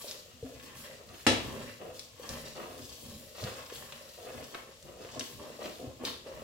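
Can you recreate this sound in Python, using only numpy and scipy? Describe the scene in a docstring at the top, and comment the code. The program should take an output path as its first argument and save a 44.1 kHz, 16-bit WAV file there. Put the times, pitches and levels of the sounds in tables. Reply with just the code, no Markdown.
"""Stirring paste in a steel pot

A small tiled kitchen, a stereo microphone pair just above a steel pot on a glass hob. A wooden spatula
drags through thick paste in little slips; the paste squelches behind it and hisses along the wall,
and wood bumps, rasps and ticks on steel. Early on, a saucepan is set down beside the pot
with one loud clank, and the room answers."""
import sys
import numpy as np
from scipy import signal
from scipy.fft import rfft, irfft
from scipy.io import wavfile

SR = 44100
rng = np.random.default_rng(int(sys.argv[2]) if len(sys.argv) > 2 else 0)


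def generate_wav(sig):
    """Save sig (samples, or channels by samples) to the path in sys.argv[1] as 16-bit PCM at SR."""
    pcm = np.round(np.clip(np.atleast_2d(sig).T, -1, 1) * 32767).astype(np.int16)
    wavfile.write(sys.argv[1], SR, pcm)


N = 283563
HOP = 64  # samples per step of the coarse clock that the gestures run on


def amp(db):
    """Decibels to gain."""
    return 10 ** (np.asarray(db) / 20)


def unit(x):
    """Scales to rms 1."""
    return x / np.sqrt(np.mean(x ** 2) + 1e-20)


def read(points, hz):
    """A table read on a log-frequency axis."""
    f, value = np.transpose(points)
    return np.interp(np.log(hz + 1), np.log(f + 1), value)


def add(mix, s, sound):
    """Mixes a stereo sound in at s seconds."""
    part = mix[:, max(round(s * SR), 0):][:, :sound.shape[1]]
    part += sound[:, :part.shape[1]]


def colour(x, spectrum, size=4096):
    """Minimum-phase filter of unit energy, shaped like the given spectrum."""
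    log_gain = np.log(amp(read(spectrum, abs(np.fft.fftfreq(size, 1 / SR)))))
    taps = np.fft.ifft(np.exp(np.conj(signal.hilbert(log_gain)))).real[:size // 2]
    return signal.oaconvolve(x, taps[None] / np.linalg.norm(taps), axes=1)[:, :x.shape[1]]


def resonate(x, hz, width_hz):
    """A resonance that follows the curve hz; rms 1."""
    turn = np.exp(2j * np.pi * np.cumsum(hz) / SR)
    pole = np.exp(-np.pi * width_hz / SR)
    return unit((turn * signal.lfilter([1 - pole], [1, -pole], x / turn)).real)


def near(x, lag):
    """A close source reaches the left microphone lag samples after the right."""
    return np.array([np.pad(x, (lag, 0))[:len(x)], x])


# Diffuse sound at the pair. Each row: frequency in Hz, correlation of left and right.
MIC_CORRELATION = [(60, 0.83), (250, 0.63), (500, 0.84), (1000, -0.27), (2000, -0.06), (15000, 0.078)]

def diffuse(pair):
    """Two unrelated signals become a field that is alike at both microphones in the bass."""
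    a, b = rfft(pair)
    same = np.clip(read(MIC_CORRELATION, np.fft.rfftfreq(pair.shape[1], 1 / SR)), -1, 1)
    return irfft(np.array([a, same * a + np.sqrt(1 - same ** 2) * b]), pair.shape[1])


# The decay of the tiled room. Each row: frequency in Hz, t60 in seconds.
KITCHEN_T60 = [(100, 0.7), (400, 0.57), (1500, 0.54), (4000, 0.48), (8000, 0.36), (15000, 0.31)]

def tail(t60_scale, build_s):
    """Dense reflections that build up, then die band by band; energy 1 on the left."""
    hz, t, bands = signal.stft(diffuse(rng.standard_normal((2, SR))), SR, nperseg=256)
    t60 = t60_scale * read(KITCHEN_T60, hz)[:, None]
    out = signal.istft(bands * amp(-60 * t / t60), SR, nperseg=256)[1]
    out *= 1 - np.exp(-np.arange(out.shape[1]) / SR / build_s)
    return out / np.linalg.norm(out[0])


def kitchen(x, wet_db, places=3, circle_hz=1.3):
    """Direct sound plus reflections of pot wall, tiles and room, which change as the blade circles."""
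    out = x.copy()
    for k in range(places):
        room = amp(wet_db) * tail(t60_scale=0.85, build_s=0.018)
        pot_wall = amp(wet_db + 2.5) * tail(t60_scale=0.097, build_s=0.00025)
        weight = np.cos(np.pi * (2 * circle_hz * np.arange(N) / SR + k / places)) * np.sqrt(2 / places)
        out += signal.oaconvolve(x * weight, (room + pot_wall)[:, :SR // 2], axes=1)[:, :N]
    return out


def wander(per_s):
    """Slow random motion between Gaussian knots."""
    knots = rng.standard_normal(4096)
    return np.interp(np.arange(N) / SR * per_s, np.arange(len(knots)), knots)


def slips(per_s, spread_db, smooth, clump_db, clump_per_s):
    """Tiny random slips of uneven size, in clumps, over a smooth rub; rms 1."""
    size = amp(spread_db * np.minimum(rng.exponential(1, N), 3.5)) * rng.choice([-1, 1], N)
    grains = unit(size * (rng.random(N) < per_s / SR))
    rub = smooth * rng.standard_normal(N)
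    return unit((grains + rub) * amp(clump_db * wander(clump_per_s)))


def since(starts):
    """Seconds since each start, one row per gesture, on the coarse clock."""
    return np.maximum(np.arange(0, N, HOP) / SR - starts[:, None], 0)


def per_sample(control):
    """A control on the coarse clock, sample by sample."""
    return np.interp(np.arange(N), np.arange(0, N, HOP), control)


def gestures(starts, lengths, levels_db, attack_s, sag_db_per_s, t60_s):
    """The power of each gesture: it rises, sags while it is held, then dies away."""
    t = since(starts)
    released = np.maximum(t - lengths[:, None], 0)
    db = levels_db[:, None] - sag_db_per_s * t - 60 * released / t60_s
    return (np.minimum(t / attack_s, 1) * amp(db)) ** 2


def level(power, idle_db):
    """The gain of all gestures together, over the idle motion of a blade that never quite rests."""
    return per_sample(np.sqrt(power.sum(0) + amp(idle_db) ** 2))


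def pitch(power, hz, idle_db, idle_hz):
    """A mean pitch weighted by power, so the strongest gesture leads."""
    idle = amp(idle_db) ** 2
    return per_sample(((power * hz).sum(0) + idle * idle_hz) / (power.sum(0) + idle))


# The kitchen's own quiet. Each row: frequency in Hz, relative level in dB.
ROOM_SPECTRUM = [(15, -36), (25, -11), (86, 6.5), (305, -28.5), (482, 2), (895, -17.5), (1140, -23),
                 (2230, -12), (2770, -6), (7500, -9.5), (15500, -42)]

def room_tone():
    """A faint steady hum and hiss from all around the microphones."""
    return amp(-59) * unit(colour(diffuse(rng.standard_normal((2, N))), ROOM_SPECTRUM))


# The hiss at the pot wall and the fizz above it. Each row: frequency in Hz, relative level in dB.
HISS_SPECTRUM = [(1200, -29), (2200, -11), (2900, -3.5), (3900, 0), (5000, -0.5), (6300, -3), (8000, -4.5),
                 (9500, -14), (16000, -19)]
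FIZZ_SPECTRUM = [(4000, -32), (7500, -3), (9300, -5), (10500, -0.5), (13000, -1.5), (16000, -4)]
# Wipes along the wall. Each row: start and length in seconds, hiss in dB, fizz relative to it in dB.
WALL_WIPES = [(-.04, 0.13, -54, 0.5), (0.155, .04, -59, -4), (0.403, .19, -67, -2), (0.602, 0.059, -59, -3),
              (0.737, 0.11, -57, 0.5), (.89, 0.059, -66, -4), (1.112, 0.1, -61, -1), (1.3, 0.41, -60, -3.5),
              (1.921, .08, -59, -3.5), (2.175, 0.081, -57, -6), (2.247, 0.15, -57, -1),
              (2.43, 0.07, -56, -8), (2.557, .2, -61.5, -1), (2.76, 0.23, -59.5, -2),
              (2.978, 0.15, -58, -2.5), (3.14, 0.18, -65.5, 2.5), (3.342, .17, -54.5, -4),
              (3.545, 0.3, -60, -2.5), (3.715, 0.064, -57, 1), (3.822, 0.16, -65, 1.5), (3.98, .25, -65, 0),
              (4.21, 0.38, -62.5, -2), (4.69, 0.037, -70, -5), (4.83, .04, -70, 1), (4.974, 0.26, -61, -10),
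              (5.204, 0.11, -59, 1), (5.347, 0.31, -64, -3), (5.6, 0.12, -59, -3), (5.73, .09, -64.5, -1.5),
              (6.026, 0.044, -54, 1), (6.244, 0.034, -60.5, -11), (6.317, 0.16, -76, 1)]

def wiping():
    """Under a nearly even pressure, wet paste tears off the wall in fine grains: hiss, fizz on top."""
    starts, lengths, hiss_db, fizz_db = np.transpose(WALL_WIPES)
    hiss_power = gestures(starts, lengths, hiss_db, attack_s=0.028, sag_db_per_s=1, t60_s=0.34)
    fizz_power = hiss_power * amp(fizz_db[:, None]) ** 2
    hiss = slips(per_s=1800, spread_db=5.5, smooth=0.64, clump_db=3, clump_per_s=95)
    fizz = slips(per_s=2000, spread_db=5, smooth=1, clump_db=1, clump_per_s=80)
    hiss = colour(near(hiss * level(hiss_power, idle_db=-76), 2), HISS_SPECTRUM)
    fizz = colour(near(fizz * level(fizz_power, idle_db=-71.5), 1), FIZZ_SPECTRUM)
    return kitchen(hiss + fizz, wet_db=0.5)


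# The blade in the paste, close up. Each row: frequency in Hz, relative level in dB.
DRAG_SPECTRUM = [(100, -14.5), (190, -9.5), (250, -0.5), (340, -6), (500, -1), (620, -2), (760, -7),
                 (1050, -22.5), (1500, -24), (3000, -37)]

def drag(power, starts, loaded_hz, fresh_hz=481, loading_s=0.063, idle_db=-71.5):
    """The blade sticks and slips; paste piles up on it and, in most strokes, lowers the pitch."""
    loading = 1 - np.exp(-since(starts) / loading_s)
    stroke_hz = fresh_hz + (loaded_hz[:, None] - fresh_hz) * loading
    friction = slips(per_s=260, spread_db=1.8, smooth=0.4, clump_db=1.2, clump_per_s=60)
    voiced = resonate(friction, pitch(power, stroke_hz, idle_db, idle_hz=500), width_hz=260)
    return unit(colour(near(voiced, 1), DRAG_SPECTRUM)) * level(power, idle_db)


# The wet sound behind the blade. Each row: frequency in Hz, relative level in dB.
SQUELCH_SPECTRUM = [(500, -14.5), (850, 0.5), (1100, 2.5), (1450, -7.5), (1900, -2), (2300, -3.5),
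                    (2750, 3), (3500, -3), (7000, -39.5)]

def squelch(power, starts, lengths, hollow_hz, octaves_per_s=0.28, idle_db=-74):
    """The hollow behind the blade colours the squelch like a vowel, rising in pitch as it closes."""
    closing_hz = hollow_hz[:, None] * 2 ** (octaves_per_s * (since(starts) - lengths[:, None] / 2))
    grains = slips(per_s=450, spread_db=4.5, smooth=0.65, clump_db=2, clump_per_s=70)
    voiced = resonate(grains, pitch(power, closing_hz, idle_db, idle_hz=1370), width_hz=840)
    return unit(colour(near(voiced, 2), SQUELCH_SPECTRUM)) * level(power, idle_db)


# The pot on the glass hob. Each row: frequency in Hz, relative level in dB.
RUMBLE_SPECTRUM = [(25, -20), (50, -15), (68, 2), (84, -5), (102, 0), (135, -2), (170, -10), (240, -5),
                   (320, -25.5), (600, -35)]
# The arm's weight on the pot. Each row: start in seconds, length in seconds, level in dB.
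ARM_LEANS = [(0.282, 0.078, -58), (.52, 0.056, -59), (0.752, 0.04, -52), (0.861, .1, -59),
             (1.053, 0.048, -55), (1.422, 0.23, -48), (1.806, 0.1, -55), (2.285, 0.05, -45.5),
             (2.392, 0.14, -56), (2.793, 0.063, -56.5), (3.031, 0.16, -50.5), (3.408, 0.039, -45.5),
             (3.734, 0.22, -59.5), (3.9, 0.083, -62), (4.344, .05, -53), (4.825, 0.077, -57),
             (4.966, 0.07, -57), (5.31, 0.05, -53), (5.62, 0.083, -69), (5.854, 0.043, -57),
             (6.048, 0.032, -58), (6.323, .11, -52.5)]

def rumble(drag_power, drag_share_db=-12.5):
    """The pot rumbles on the hob when the arm leans on it, and a share of every drag shakes it too."""
    leans = gestures(*np.transpose(ARM_LEANS), attack_s=0.015, sag_db_per_s=24, t60_s=0.28)
    power = np.vstack([leans, drag_power * amp(drag_share_db) ** 2])
    shudder = slips(per_s=300, spread_db=1.5, smooth=0.7, clump_db=1, clump_per_s=36)
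    return colour(near(shudder * level(power, idle_db=-68), 0), RUMBLE_SPECTRUM)


# Strokes through the paste, just below the microphones. Each row: start and length in seconds,
# drag and squelch levels in dB, pitch of the loaded blade in Hz, pitch of the hollow mid-stroke in Hz.
BLADE_STROKES = [(-.02, 0.18, -55, -61, 430, 1350), (.25, .07, -69, -67.5, 400, 1400),
                 (0.433, 0.084, -54.5, -64.5, 418, 1370), (0.533, 0.24, -61, -61, 330, 1720),
                 (0.643, 0.24, -63.5, -59.5, 353, 1470), (0.825, 0.1, -57.5, -56.5, 520, 1690),
                 (0.978, 0.037, -58.5, -61, 480, 1140), (1.077, 0.054, -55.5, -59, 248, 1220),
                 (1.172, 0.033, -80, -57, 404, 1760), (1.434, 0.19, -46.5, -52, 260, 1320),
                 (1.642, 0.057, -60.5, -54, 480, 1920), (1.786, 0.097, -48, -56.5, 450, 1100),
                 (1.92, 0.03, -69, -64.5, 400, 1310), (2.151, .03, -60, -65, 520, 1400),
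                 (2.196, .08, -52, -55, 495, 1340), (2.273, 0.099, -50.5, -53, 463, 1450),
                 (2.421, 0.057, -57, -55.5, 400, 1550), (2.545, 0.094, -46.5, -51.5, 284, 1040),
                 (2.67, 0.14, -52, -59.5, 286, 1270), (2.86, 0.12, -61, -69, 447, 1350),
                 (2.996, .14, -57.5, -66.5, 290, 1140), (3.192, 0.15, -63, -66, 450, 1550),
                 (3.341, 0.15, -53, -56, 520, 1200), (3.422, .08, -49, -49.5, 416, 1310),
                 (3.54, .1, -57, -55.5, 480, 1320), (3.674, 0.17, -56.5, -57, 467, 1570),
                 (3.858, 0.25, -61, -62, 504, 1400), (4.161, 0.08, -53, -62, 515, 1150),
                 (4.239, 0.19, -50, -55, 410, 1430), (4.508, 0.077, -54, -56, 397, 1330),
                 (4.63, 0.092, -62, -66, 450, 1220), (4.831, 0.14, -54, -61.5, 420, 1100),
                 (4.97, 0.12, -54.5, -59.5, 320, 1200), (5.115, 0.085, -48.5, -55, 300, 1100),
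                 (5.258, 0.094, -61, -66, 300, 1430), (5.37, 0.12, -50.5, -56, 280, 1020),
                 (5.493, 0.025, -56, -55, 300, 1190), (5.58, 0.038, -48, -53, 420, 1100),
                 (5.621, 0.07, -45.5, -54.5, 256, 1070), (5.775, 0.1, -48, -61, 220, 990),
                 (5.98, 0.057, -49.5, -59.5, 236, 1010), (6.018, 0.056, -45, -49.5, 233, 1320),
                 (6.237, 0.18, -51.5, -56, 473, 1190)]

def stirring():
    """Each stroke drags, squelches and shakes the pot; the drag eases quickly, the squelch lingers."""
    starts, lengths, drag_db, squelch_db, loaded_hz, hollow_hz = np.transpose(BLADE_STROKES)
    drag_power = gestures(starts, lengths, drag_db, attack_s=0.029, sag_db_per_s=24, t60_s=0.26)
    squelch_power = gestures(starts, lengths, squelch_db, attack_s=0.03, sag_db_per_s=13, t60_s=0.32)
    paste = drag(drag_power, starts, loaded_hz) + squelch(squelch_power, starts, lengths, hollow_hz)
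    return kitchen(paste, wet_db=-3) + kitchen(rumble(drag_power), wet_db=-7.5)


# Cushioned knocks, close and nearly dry.
# Each row: start in seconds, level in dB, pitch in Hz, t60 in seconds.
BLADE_BUMPS = [(.044, -27.5, 546, 0.016), (.427, -32.5, 461, 0.071), (.430, -36, 108, 0.068),
               (0.444, -37, 264, 0.13), (1.916, -25, 510, 0.0044), (2.197, -35.5, 503, 0.049),
               (2.304, -37.5, 133, 0.092), (2.606, -32, 480, 0.022), (3.430, -23, 560, 0.011),
               (3.435, -35.5, 115, 0.069), (3.446, -29, 213, 0.032), (3.723, -31.5, 458, 0.027),
               (4.287, -44, 493, 0.014), (4.551, -24.5, 557, 0.0078), (4.690, -41, 444, 0.034),
               (5.048, -32, 493, 0.024), (5.207, -39.5, 258, 0.099), (5.502, -27.5, 495, 0.016),
               (5.592, -31.5, 482, 0.042), (5.652, -37, 310, 0.015), (5.828, -39.5, 246, 0.19),
               (5.873, -38, 114, 0.15), (5.912, -29, 475, 0.011), (6.005, -46, 312, 0.061),
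               (6.037, -18, 484, 0.0087), (6.262, -32, 494, 0.038), (6.42, -31.5, 535, 0.021)]

def bumps(size=8192, attack_s=0.0009):
    """The blade meets the pot through the paste: a heavily damped ring."""
    out, t = np.zeros((2, N)), np.arange(size) / SR
    for s, db, hz, t60 in BLADE_BUMPS:
        ring = np.sin(2 * np.pi * hz * t) * amp(db - 60 * t / t60)
        add(out, s, near(ring * (1 - np.exp(-t / attack_s)), 1))
    return kitchen(out, wet_db=-11.5)


# Longer skids on the steel. Each row: start in seconds, level in dB, pitch in Hz, decay time in seconds.
WOOD_RASPS = [(0.078, -44.5, 4540, 0.039), (2.295, -53, 5940, 0.032), (5.639, -47, 2730, .02),
              (6.05, -38.5, 4000, 0.044), (6.088, -59, 4630, 0.04)]

def rasps(size=16384, slips_per_s=3000):
    """Wood chatters along the steel in a narrow band and dies away."""
    out, t = np.zeros((2, N)), np.arange(size) / SR
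    for s, db, hz, decay_s in WOOD_RASPS:
        chatter = rng.standard_normal(size) * (rng.random(size) < slips_per_s / SR)
        band = [(hz / 4, -24), (hz / 1.5, -7), (hz / 1.15, 0),
                (hz * 1.15, 0), (hz * 1.45, -12), (hz * 3.5, -30)]
        rasp = unit(colour(near(chatter, 2), band))
        add(out, s, amp(db) * rasp * np.exp(-t / decay_s))
    return kitchen(out, wet_db=-3)


# Wood touching bare steel, close to the microphones.
# Each row: start in seconds, strength in dB, pitch in Hz, decay time of the skid in seconds.
WOOD_TICKS = [(.112, -19, 5780, 0.0032), (0.598, -30, 2850, 0.0026), (1.09, -34.5, 4500, 0.0023),
              (1.145, -31.5, 2800, 0.0025), (1.696, -30, 1760, 0.0026), (1.994, -19, 5430, 0.0024),
              (2.2918, -17, 6000, 0.00099), (3.439, -19.5, 4540, 0.0027), (3.757, -25, 3120, 0.0037),
              (3.9235, -22.5, 2870, 0.0016), (4.5466, -18.5, 2560, 0.0043), (4.551, -21, 1190, 0.0014),
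              (4.827, -32.5, 7140, 0.0017), (5.048, -29.5, 1940, .002), (5.195, -12, 5900, 0.0049),
              (5.209, -16, 2900, 0.00045), (5.501, -45, 1500, .002), (5.658, -21, 2800, .0028),
              (6.051, -12, 4470, 0.0037)]

def ticks(size=4096):
    """Each touch is a sharp contact and a short skid, coloured by a broad resonance of the blade."""
    out, t = np.zeros((2, N)), np.arange(size) / SR
    for s, db, hz, skid_s in WOOD_TICKS:
        force = 0.077 * rng.standard_normal(size) * np.exp(-t / skid_s)
        force[0] += 1  # the contact ahead of the skid
        blade = [(hz / 6, -16), (hz / 1.5, -6), (hz, 0), (hz * 1.35, -7), (hz * 3, -25), (hz * 6, -38)]
        tick = colour(near(force, 2), blade)
        add(out, s, amp(db) * tick / np.linalg.norm(tick[1]))
    return kitchen(out, wet_db=-1)


# The clank as the room returns it. Each row: frequency in Hz, relative level in dB.
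CLANK_SPECTRUM = [(30, -65), (60, 2), (110, -21), (190, -7.5), (260, 2), (400, -2), (620, -4), (800, -5.5),
                  (1500, -10), (2800, -5), (4100, -8.5), (7500, -15), (10000, -19.5), (16000, -41)]
# The ring of saucepan and hob. Each row: frequency in Hz, relative level in dB, t60 in seconds.
PAN_AND_HOB_MODES = [(104, -9, .6), (130, -14, .5), (246, 1, .34), (317, -10, .35), (379, -11, .35),
                     (464, -6, .45), (536, -9, .4), (866, -10, .42), (1322, -7, .3), (1702, -7, .3),
                     (1775, -10, .39), (1839, -8, .33), (1906, -12, .3), (2331, -13, .38), (2745, -10, .39),
                     (2815, -9, .35), (2861, -9, .35), (3350, -9, .42), (3909, -8, .45), (3983, -11, .35),
                     (4206, -13, .28), (5506, -15, .35), (5674, -17, .34), (6196, -18, .25),
                     (7180, -19, .4), (7817, -18, .22)]
# The saucepan lands beside the pot. 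Each row: start in seconds, gain in dB.
PAN_LANDING = [(1.2665, -6)]

def saucepan(ring_attack_s=0.00061):
    """One hard blow: a crack, the ringing modes of pan and hob, and the room's dense answer."""
    out, t = np.zeros((2, N)), np.arange(SR) / SR
    blow = near(signal.unit_impulse(SR), 1)
    crack = colour(blow, [(60, -8), (300, 0), (2000, 0), (3500, -7), (7000, -18), (15000, -34)])
    room = amp(15.5) * tail(t60_scale=1, build_s=0.00049)
    early = amp(7) * tail(t60_scale=0.12, build_s=0.00039)
    clatter = colour((room + early)[:, :SR], CLANK_SPECTRUM)
    ring = np.zeros((2, SR))
    for hz, db, t60 in PAN_AND_HOB_MODES:
        # high modes reach the two microphones further out of step
        angle = np.arccos(np.clip(read(MIC_CORRELATION, hz), -1, 1))
        apart = angle * np.array([[-0.4], [0.4]]) * rng.choice([-1, 1])
        ring += amp(db - 60 * t / t60) * np.sin(2 * np.pi * (hz * t + rng.random()) + apart)
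    ring *= 1 - np.exp(-t / ring_attack_s)
    strike = amp(-18) * ring - amp(7) * crack
    for s, db in PAN_LANDING:
        add(out, s, amp(db) * (clatter + strike))
    return out


def scene():
    """Everything heard from just above the pot."""
    return room_tone() + wiping() + stirring() + bumps() + rasps() + ticks() + saucepan()


# The right microphone is a little duller. Each row: frequency in Hz, left minus right in dB.
MIC_BALANCE = [(100, 2), (400, 0.6), (1000, 1.5), (2000, 1), (4000, 2.5), (8000, 3), (14000, 0.5)]

def record(dry, cutoff_hz=15900):
    """The microphone pair leans slightly to the left, and the highest treble is cut off."""
    lean_db = read(MIC_BALANCE, np.fft.rfftfreq(N, 1 / SR)) * np.array([[0.5], [-0.5]])
    leaned = irfft(rfft(dry) * amp(lean_db), N)
    lowpass = signal.firwin(511, cutoff_hz, window=("kaiser", 9), fs=SR)
    return signal.oaconvolve(leaned, lowpass[None], "same")


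dry = scene()
out = record(dry)
generate_wav(out)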